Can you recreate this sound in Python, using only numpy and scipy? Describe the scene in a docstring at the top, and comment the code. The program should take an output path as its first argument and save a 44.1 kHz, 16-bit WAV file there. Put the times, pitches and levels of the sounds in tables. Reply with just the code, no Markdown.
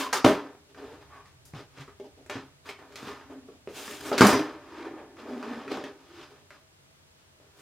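"""Hands work the flaps of a cardboard box on a desk in a small room: fingers tap and rub the board,
tabs snap free, the tray drops on the desk twice, and the lid scrapes and groans as it swings open.
Blows ring decaying modes and noise bursts, rubbing is grainy noise, panel rings and groans are narrow
noise whose pitch may glide. A small metal part jumps on the desk, ringing its own modes. Fans hum behind
as steady noise, a blade tone and a low rumble that comes and goes. A close stereo pair listens."""
import sys
import numpy as np
from scipy import signal
from scipy.fft import rfft, irfft, next_fast_len
from scipy.io import wavfile
from scipy.ndimage import map_coordinates

SR = 44100
rng = np.random.default_rng(int(sys.argv[2]) if len(sys.argv) > 2 else 0)


def dump(signal):
    """Clip the signal to [-1, 1] and save it as 16-bit WAV at the path in sys.argv[1]."""
    limited = np.clip(np.atleast_2d(signal).T, -1, 1)
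    pcm = np.round(limited * 32767).astype(np.int16)
    wavfile.write(sys.argv[1], SR, pcm)


N = 335601

# Fan air in the room: (frequency [Hz], relative level [dB per Hz])
FAN_AIR_SPECTRUM = [(20, -36.5), (45, -21), (70, -17), (90, -5), (116, -22), (141, -9), (180, -21.5),
                    (400, -20.5), (700, -23.5), (1500, -25.5), (3500, -27), (8000, -32), (15900, -41)]
# Left-right likeness of the fan noise and rumble at the pair: (frequency [Hz], likeness [-1 to 1])
FAN_LIKENESS = [(60, 0.76), (180, 0.76), (550, -0.049), (1650, -0.26), (4970, -0.48), (15000, -0.48)]
# Fan blade tone: (frequency [Hz], level [dB])
BLADE_TONE = [(640.6, -79)]
# Low noise that comes and goes: (time [s], level [dB])
RUMBLE_LEVEL = [(0.0, -71), (0.27, -64), (0.68, -74), (0.849, -61.5), (1.65, -62), (2.05, -66),
                (2.41, -59.5), (2.8, -73), (3.11, -60), (3.48, -70), (4.3, -60.5), (5.38, -75), (5.7, -65),
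                (6.8, -85.5), (7.61, -76.5)]
# Colour of that low noise: (frequency [Hz], relative level [dB per Hz])
RUMBLE_SPECTRUM = [(12, -61.5), (20, -29), (75, 1), (108, -8), (140, -1.5), (170, -19.5), (220, -50.5),
                   (370, -120)]
# Decay of the small room: (frequency [Hz], t60 [s])
ROOM_DECAY = [(100, 0.25), (400, 0.26), (1500, 0.29), (5000, 0.3), (14000, 0.18)]
# Left-right likeness of room tail, rubbing and cracks: (frequency [Hz], likeness [-1 to 1])
BOX_LIKENESS = [(60, 1), (150, 1), (380, 0.99), (950, 0.97), (2380, 0.9), (5980, 0.7), (15000, -0.068)]
# Modes of the box's air and walls: (frequency [Hz], relative level [dB], t60 [s])
BOX_MODES = [(137.3, -4.5, 0.28), (199.9, -14.5, 0.14), (267, -2.5, 0.14), (320.9, -1, 0.04),
             (407, 3, 0.48), (484, -0.5, 0.026), (585, -0.5, 0.11), (680, -9, 0.017), (748.6, -7, 0.097),
             (787, -9, 0.2), (1105, -15, 0.12)]
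# Upper modes of the board: (frequency [Hz], width [Hz], relative level [dB])
BOARD_MODES = [(1020, 1500, -5.5), (2500, 1500, -4), (3950, 3400, -10.5)]
# Panels driven by rubbing: (frequency [Hz], relative level [dB per Hz])
PANEL_SPECTRUM = [(41, -61), (70, -37), (134, -13), (187, -15), (237, -3), (269, -6), (900, -8),
                  (1170, -42.5), (1980, -120)]
# Body of the rubbing: (frequency [Hz], relative level [dB per Hz])
RUB_SPECTRUM = [(400, -34.5), (700, -6), (1000, -3.5), (1800, -7.5), (2500, -14), (4000, -29), (8000, -73)]
# Rasp of the fibres: (frequency [Hz], relative level [dB per Hz])
RASP_SPECTRUM = [(1200, -27), (2200, -0.5), (3000, 1), (4200, -2.5), (5500, -5), (7500, -16),
                 (11000, -39.5)]
# Fine hiss of a smooth fast glide: (frequency [Hz], relative level [dB per Hz])
HISS_SPECTRUM = [(3820, -21), (6500, -5), (11900, -11.5), (15100, -11.5), (15900, -20.5)]
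# Crack of a blow: (frequency [Hz], relative level [dB per Hz])
CRACK_SPECTRUM = [(1500, -31.5), (3000, -6), (4500, 3), (8000, -0.5), (15900, -8)]
# A small metal part on the desk: (frequency [Hz], relative level [dB], t60 [s])
METAL_MODES = [(4980, 1, 0.16), (5800, 5.5, 0.09), (5900, 2.5, 0.08), (7550, -9.5, 0.028),
               (9160, 3.5, 0.025), (12400, -6, 0.025)]
# Jumps of the metal part as the desk shakes: (time [s], level [dB])
METAL_JUMPS = [(2.298, -55), (4.268, -36), (4.29, -34.5), (4.333, -37.5)]
# Panels that ring after a blow or groan when dragged: (time of full strength [s], rise [s], hold [s],
# fall t60 [s], level [dB], pitch [Hz], glide [Hz per s])
PANEL_TONES = [(0.01, .01, .06, .15, -37, 1057, 0.5), (0.14, 0.009, 0.042, .3, -37, 1249, -200),
               (0.265, .015, 0.036, .2, -24, 603, -1), (0.827, 0.13, 0.1, .28, -50.5, 432, 100),
               (1.129, .06, .07, .4, -53.5, 1148, -50), (1.8, 0.059, .02, 0.31, -50, 135.2, 10.5),
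               (3.35, .15, 0.025, .6, -48.5, 265.5, -40), (4.24, .03, .02, 0.2006, -22, 205.2, -0.5),
               (4.38, .15, 0.0059, 0.47, -27, 302.8, 29), (4.863, .5, .1, 0.29, -44.5, 332.3, 39.5),
               (5.139, .2, .05, .2, -55, 345.9, 79.5), (5.339, .2, .06, 0.24, -39.5, 240.1, 11.5),
               (5.521, .1, 0.055, 0.14, -34.5, 237.5, 94), (6.2, .25, .005, .4, -50, 341.7, -19)]
# Board rubbing or rattling on board, one row a stroke: (time of full strength [s], rise [s], hold [s],
# fall t60 of the rub [s], rub level [dB], weight over rub [dB], bite over rub [dB], swish over rasp [dB])
# weight = boom of the panels, bite = rasp of the fibres, swish = fine hiss
RUB_STROKES = [(0.0, .003, 0.009, 0.49, -35.5, -1, -0.5, -3.5),
               (0.14, 0.016, 0.038, .2, -36.5, 0.5, -1.5, -3.5),
               (0.262, 0.011, 0.023, .5, -30.5, 5.5, -6.5, -4), (0.7, 0.022, .01, .15, -72.5, 12, 6, -19),
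               (0.775, 0.03, .17, 0.31, -54.5, 6, -7, -10.5),
               (1.016, 0.047, 0.013, .3, -58, -1, -6.5, -13.5), (1.15, 0.16, 0.014, .5, -53, -5, -14, -8),
               (1.27, .02, .01, .5, -67.5, -2, -2.5, -5.5),
               (1.46, .015, 0.024, 0.299, -72.5, 6.5, -0.5, 10),
               (1.55, 0.008, 0.056, .25, -52, 4, -1.5, -13.5),
               (1.782, 0.078, .04, .25, -54, -0.5, -2, -13.5),
               (1.886, 0.015, .005, .3, -57.5, -6, -11, -10.5),
               (2.06, 0.049, 0.0041, .25, -67.5, 16.5, 2, -12), (2.18, .02, .01, .5, -72.5, 17, -1, -10),
               (2.31, .01, .06, .35, -45.5, 1, -3, -20), (2.66, 0.018, 0.028, .2, -52.5, -4, -3, -7),
               (2.696, 0.041, 0.0058, .25, -47, -4, -1.5, -7),
               (2.794, 0.017, 0.0067, .5, -53, 2, -13.5, -8),
               (2.93, .08, 0.024, 0.34, -58.5, 5.5, -3.5, -7.5), (2.97, .006, 0.069, .4, -52, 0, -2, -6.5),
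               (3.072, 0.093, 0.021, .6, -43.5, -1.5, -5, -8.5), (3.306, .03, .02, 0.44, -55, 8, -12, -4),
               (3.48, 0.041, .07, .3, -74.5, 15, 3, -10.5), (3.69, 0.011, .02, 0.287, -61, 3, 2.5, -6),
               (3.766, .07, .18, 0.79, -51, 3, 4, -1.5), (4.066, 0.1, .02, 0.55, -44, 3, -1, -0.5),
               (4.13, .01, 0.011, 0.42, -37.5, 7.5, -2, -14.5), (4.185, .006, .02, .2, -36, 3, 2, -6.5),
               (4.225, 0.012, 0.083, 0.62, -27.5, 3, -5.5, -3), (4.78, 0.29, 0.035, .4, -48, 1.5, -8, -16),
               (4.853, 0.01994, 0.00509, 0.66, -46, 6.5, -13.5, -9.5),
               (4.985, .06, .005, 0.51, -50.5, 6, -18.5, -13),
               (5.191, 0.031, 0.016, 0.56, -51.5, 2.5, -6, -12.5),
               (5.29, .15, 0.14, 0.334, -50.5, 10.5, -8.5, -9.5),
               (5.44, .02, 0.15, 0.93, -46.5, 5.5, -8.5, -14),
               (5.719, 0.047, 0.012, .6, -42, 8.5, -1, -14.5),
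               (5.86, .04, .02, .2, -52.5, 5.5, -6.5, -10.5),
               (6.002, 0.042, .04, 0.445, -65.5, -0.5, -5, -10),
               (6.2, .25, 0.034, .4, -53.5, -1.5, -0.5, -15), (6.31, 0.029, .05, 0.51, -62.5, 5, -4.5, -9),
               (6.52, 0.013, .04, .3, -63, -3.5, -2.5, -13), (7.19, 0.032, 0.0051, .6, -73.5, -10, 3, -12),
               (7.41, 0.011, .05, 0.99, -73.5, 6.5, -1.5, -7), (7.6, .1, .02, .3, -62.5, 2, -0.5, 1)]
# Blows on the box: (time [s], knock peak [dB], thud over knock [dB], crack over knock [dB],
# thud centre [Hz], knock centre [Hz], crack centre [Hz], rattle t60 [s])
BOX_BLOWS = [(0.128, -17, -18.5, -1.5, 400, 1200, 5260, 0.057),
             (0.132, -14.5, -15.5, -5, 404, 1187, 6170, 0.027),
             (0.244, -10, -4, -23.5, 303, 900, 4200, 0.045), (0.247, -5, 1.5, -10.5, 283, 1676, 4230, .015),
             (0.275, -24.5, 10.5, -26, 265.2, 900, 4200, 0.09),
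             (0.746, -44, -3, -25, 398, 1600, 4090, 0.025), (1.257, -50, -8, -1, 200, 1800, 5330, 0.021),
             (1.452, -68, -7.5, 23, 198, 900, 9250, 0.048), (1.536, -40, 10, -15, 134.4, 810, 4300, 0.03),
             (1.775, -43.5, -4, -10.5, 132, 1350, 5114, .03),
             (1.807, -43, -19, -4.5, 135, 1260, 4990, 0.037), (1.879, -41, -2, -28, 415, 1090, 4350, 0.021),
             (1.999, -49, 15.5, -10, 397, 2700, 4440, 0.036), (2.042, -51.5, 14, -5, 456, 800, 4390, 0.029),
             (2.262, -47, 1.5, -4, 418, 1480, 6790, .02), (2.297, -28, -1.5, -9.5, 566, 2330, 5730, 0.044),
             (2.355, -36, 9, -24.5, 200, 1000, 4500, 0.072),
             (2.69, -28.5, -11.5, -17, 480, 2400, 4170, 0.031),
             (2.789, -44, -8, -26, 288, 900, 5100, 0.013), (2.923, -48.5, -12, -3, 392, 2580, 4504, 0.018),
             (2.957, -31, -13, -6, 510, 3570, 4020, .03),
             (3.029, -41.5, 11.5, -7, 259, 1770, 5370, 0.01937),
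             (3.072, -45.5, 12, -10.5, 259, 1475, 4980, 0.03), (3.211, -39.5, -4, -22, 488, 904, 4780, .02),
             (3.486, -48, 9, -22, 401, 800, 4600, .02), (3.674, -35.5, 8, -25.5, 420, 2000, 4070, .012),
             (3.879, -30, -5, -17.5, 298, 1500, 4170, .01), (4.116, -22, 5, -26.5, 450, 840, 4190, 0.042),
             (4.179, -14.5, -11, -6, 414, 1800, 4140, .04), (4.208, -3, 2, -9.5, 320, 1399, 5160, 0.021),
             (4.217, -4, -3.5, -17.5, 260, 900, 5004, .02), (4.249, -7, -6.5, -14.5, 200, 800, 6620, 0.022),
             (4.269, -12.5, -26, -5.5, 338.7, 1260, 9580, 0.034),
             (4.292, -16.5, -2.5, -13, 390, 1400, 9660, 0.039),
             (4.33, -19, 7.5, -20.5, 184, 1050, 5008, 0.06), (4.845, -35, -20, -29, 335, 800, 5444, .02),
             (5.168, -42.5, -19, -18, 359, 1110, 4175, 0.034),
             (5.428, -27, -23, -37, 253, 1600, 4010, 0.01213),
             (5.545, -35.5, -18, -27, 246, 2000, 4630, .02), (5.679, -31, -6, -25, 315, 1800, 5100, 0.024),
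             (5.711, -38.5, -7, -24, 649, 902, 5280, 0.019),
             (5.772, -25.5, -3.5, -22, 326, 800, 3956, 0.011),
             (5.839, -33, 1.5, -24.5, 495, 2500, 4100, .03), (6.505, -39, -11, -13, 533, 1650, 5130, .03),
             (7.4, -55.5, 5.5, -17.5, 476, 760, 4880, 0.033)]


def amp(db):
    """Gain of a level in dB."""
    return 10 ** (np.asarray(db) / 20)


def unit(x):
    """x scaled to rms 1."""
    return x / np.sqrt(np.mean(x ** 2) + 1e-20)


def peak(x):
    """x scaled to a peak of 1."""
    return x / np.abs(x).max()


def along(points, hz):
    """Values of a (Hz, value) table, joined by lines on a log frequency axis."""
    f, values = np.transpose(points)
    return np.interp(np.log(hz + 1), np.log(f + 1), values)


def near(hz, centre_hz, fall_db):
    """Gain falling by fall_db for each octave away from a centre."""
    return amp(-fall_db * np.abs(np.log2((hz + 1) / centre_hz)))


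def wobble(rate):
    """A smooth random curve with rate knots a second."""
    knots = rng.standard_normal(int(N * rate / SR) + 4)
    return map_coordinates(knots, [np.arange(N) * rate / SR])


def per_sample(x):
    """Values a millisecond apart, joined by lines at the sample rate."""
    return np.interp(np.arange(N) * 1000 / SR, np.arange(len(x)), x)


def swells(s, rise, hold, t60, db):
    """Rise, hold and fall of all rows: joint rms per sample, and the loudest row per millisecond."""
    t = np.arange(N * 1000 // SR + 2)[:, None] / 1000 - s
    climb_db = 25 * np.minimum(t, 0) / rise  # climbs 25 dB during the rise
    fall_db = 60 * np.maximum(t - hold, 0) / t60
    level_db = db + climb_db - fall_db
    return per_sample(np.sqrt(np.sum(amp(2 * level_db), axis=1))), level_db.argmax(axis=1)


def filtered(x, response):
    """x shaped by a complex response of frequency."""
    n = x.shape[-1]
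    padded = next_fast_len(n + 8192)
    spectrum = rfft(x, padded) * response(np.fft.rfftfreq(padded, 1 / SR))
    return irfft(spectrum, padded)[..., :n]


def spread(pair, alike):
    """Two unrelated signals mixed into left and right of the given likeness."""
    def mid_side_gains(hz):
        turn = np.arccos(np.clip(along(alike, hz), -1, 1)) / 2
        return np.array([np.cos(turn), np.sin(turn)])

    mid, side = filtered(pair, mid_side_gains)
    return np.array([mid + side, mid - side])


def grainy(spectrum, alike, grain_db, grain_hz, ragged_db=0):
    """Coloured stereo noise of rms 1, its strength wandering and its spectrum ragged as from dense modes."""
    slips = amp(grain_db * wobble(grain_hz)) * rng.standard_normal((2, N))
    knots = rng.standard_normal(SR // 60)  # one every 30 Hz

    def colour(hz):
        ragged = ragged_db * np.interp(hz, np.arange(len(knots)) * 30., knots)
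        return amp(along(spectrum, hz) + ragged)

    return unit(spread(filtered(slips, colour), alike))


def narrow(hz, spread_hz):
    """Noise of rms 1 in a narrow band around a moving frequency; the width may move too."""
    turn = 2 * np.pi * np.cumsum(hz) / SR
    place = np.cumsum(spread_hz * np.ones(N)) / SR
    a, b = (map_coordinates(knots, [place]) for knots in rng.standard_normal((2, N // 40)))
    return unit(a * np.cos(turn) + b * np.sin(turn))


def ringing(modes, t, weight):
    """Decaying sine modes, each at a new random strength."""
    total = 0
    for hz, db, t60 in modes:
        strength = weight(hz) * amp(db + rng.normal(0, 4.9) - 60 * t / t60)
        total = total + strength * np.sin(2 * np.pi * hz * t)
    return total


def fans():
    """Steady air noise of the room, a narrow blade tone and a low rumble of changing level."""
    air = amp(-60) * grainy(FAN_AIR_SPECTRUM, FAN_LIKENESS, grain_db=.2, grain_hz=6)
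    tone = sum(amp(db) * narrow(np.full(N, hz), spread_hz=7.1) for hz, db in BLADE_TONE)
    rumble_db = np.interp(np.arange(N) / SR, *np.transpose(RUMBLE_LEVEL))
    rumble = grainy(RUMBLE_SPECTRUM, FAN_LIKENESS, grain_db=2.0, grain_hz=8)
    return air + tone + amp(rumble_db) * rumble


def room(x):
    """The room answers with a fresh diffuse tail; each frequency dies at its own speed."""
    hz, t, cells = signal.stft(rng.standard_normal((2, SR * 2 // 5)), SR, nperseg=256)
    decay = amp(-60 * t / along(ROOM_DECAY, hz)[:, None])
    tail = signal.istft(cells * decay, SR, nperseg=256)[1]
    tail = spread(tail, BOX_LIKENESS)
    delayed = np.pad(x, (130, 0))  # the tail starts about 3 ms after the direct sound
    return signal.fftconvolve(delayed[None], tail / np.linalg.norm(tail[0]), axes=1)


def add_in_room(out, s, dry):
    """Lays a close sound and its room tail at time s."""
    wet, at = room(np.atleast_2d(dry)[0]), round(s * SR)  # a stereo sound feeds the room from its left
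    out[:, at:at + dry.shape[-1]] += dry
    out[:, at:at + wet.shape[1]] += wet


def metal_part(t):
    """The small metal part rings its modes and chatters on the desk, in random steps of 180 samples."""
    chatter = np.repeat(rng.standard_normal(len(t) // 180), 180)
    return ringing(METAL_MODES, t, np.ones_like) * chatter


def panel_tones():
    """The loudest panel ring or groan at each moment, as narrow noise; its pitch may glide."""
    s, rise, hold, t60, db, hz, glide = np.transpose(PANEL_TONES)
    strength, row = swells(s, rise, hold, t60, db)
    since = np.arange(len(row)) / 1000 - s[row]
    pitch_hz = per_sample(hz[row] + glide[row] * since)
    return strength * narrow(pitch_hz, spread_hz=np.abs(pitch_hz) / 6)  # width set by a Q of 6


def hollow(f):
    """Gain of the box's modes as steady resonances over a plain response."""
    power = amp(-21.5)  # the plain part
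    for centre, db, t60 in BOX_MODES:
        width = 1.8 / t60 * 1.2
        power = power + amp(2 * db) / (1 + (2 * (f - centre) / width) ** 2)
    return np.sqrt(power)


def slide():
    """Rubbing booms in the panels through the box's modes, with rub, rasp and hiss as coloured noise."""
    s, rise, hold, t60, rub_db, weight_db, bite_db, swish_db = np.transpose(RUB_STROKES)
    strength, loudest = swells(s, rise, hold, t60, rub_db)
    rub_hz = per_sample(1360 + 35 * bite_db[loudest])  # centre of the rub band, higher with bite

    panel = grainy(PANEL_SPECTRUM, BOX_LIKENESS, grain_db=0.0, grain_hz=59.0, ragged_db=3.5)
    panel = unit(filtered(panel, hollow))
    rub = grainy(RUB_SPECTRUM, BOX_LIKENESS, grain_db=-0.5, grain_hz=315, ragged_db=4.0)
    rub = rub + amp(-6.0) * narrow(rub_hz, spread_hz=550)  # a noise band whose centre moves with the bite
    rasp = grainy(RASP_SPECTRUM, BOX_LIKENESS, grain_db=1.5, grain_hz=518.5, ragged_db=4.0)
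    hiss = grainy(HISS_SPECTRUM, BOX_LIKENESS, grain_db=1.0, grain_hz=700, ragged_db=3.0)

    rubbing = strength * rub
    # (layer, its fall time over that of the rub, its level over the rub [dB])
    layers = [(panel, 1.046, weight_db), (rasp, 0.8, bite_db), (hiss, .55, bite_db + swish_db)]
    for layer, lasts, db in layers:
        rubbing = rubbing + swells(s, rise, hold, t60 * lasts, rub_db + db)[0] * layer

    jerks = amp(0.53 * wobble(18))  # of the hand, felt by all layers
    ticks = amp(4 * np.maximum(wobble(150) - 1.4, 0))  # single fibres snap
    return ticks * jerks * rubbing


def board(f):
    """Causal response of the board's upper modes, with alternating signs."""
    total = 0
    for k, (centre, width, db) in enumerate(BOARD_MODES):
        damping = 1j * f * width
        total = total + (-1) ** k * amp(db) * damping / (centre ** 2 - f ** 2 + damping)
    return total


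def blow(t, db, thud_db, crack_db, thud_hz, knock_hz, crack_hz, rattle):
    """A blow clicks, rattles briefly and rings the box modes, favouring those near its thud centre."""
    fade, noise = amp(-60 * t / rattle), rng.standard_normal((3, len(t)))
    noise[0, 0] = 2.3  # first contact

    soft_start = 1 - np.exp(-t / 0.0009)  # soft contact rounds the start, then damps the ring
    box_ring = ringing(BOX_MODES, t, lambda hz: near(hz, thud_hz, 21))
    thud = peak(box_ring * soft_start * fade ** 0.32)

    def knock_response(hz):
        return board(hz) * 1j * hz / (knock_hz ** 2 - hz ** 2 + .7j * hz * knock_hz)

    knock = peak(filtered(fade * noise[0], knock_response))

    def crack_response(hz):
        return amp(along(CRACK_SPECTRUM, hz)) * near(hz, crack_hz, 5.2)

    crack = spread(filtered(noise[1:], crack_response), BOX_LIKENESS)
    crack = peak(fade * (1 - np.exp(-t / 0.00097)) * crack)
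    return amp(db) * (knock + amp(thud_db) * thud + amp(crack_db) * crack)


def impacts():
    """Blows on the box and jumps of the metal part, close to the pair, each answered by the room."""
    out, t = np.zeros((2, N + 2 * SR)), np.arange(SR // 5) / SR
    for s, db in METAL_JUMPS:
        add_in_room(out, s, amp(db) * metal_part(t))
    for s, *settings in BOX_BLOWS:
        add_in_room(out, s, blow(t, *settings))
    # a box this small sends out no deep bass
    return filtered(out[:, :N], lambda hz: (1j * hz / (60 + 1j * hz)) ** 3)


def scene():
    """Fans behind, then the panel tones, the rubbing and the blows close to the pair."""
    return fans() + panel_tones() + slide() + impacts()


def record(dry):
    """The loudest peaks flatten at full scale; nothing is kept from 15900 Hz up."""
    flat = dry / (1 + np.abs(dry) ** 8) ** (1 / 8)
    return filtered(flat, lambda hz: hz < 15900)


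dry = scene()
out = record(dry)
dump(out)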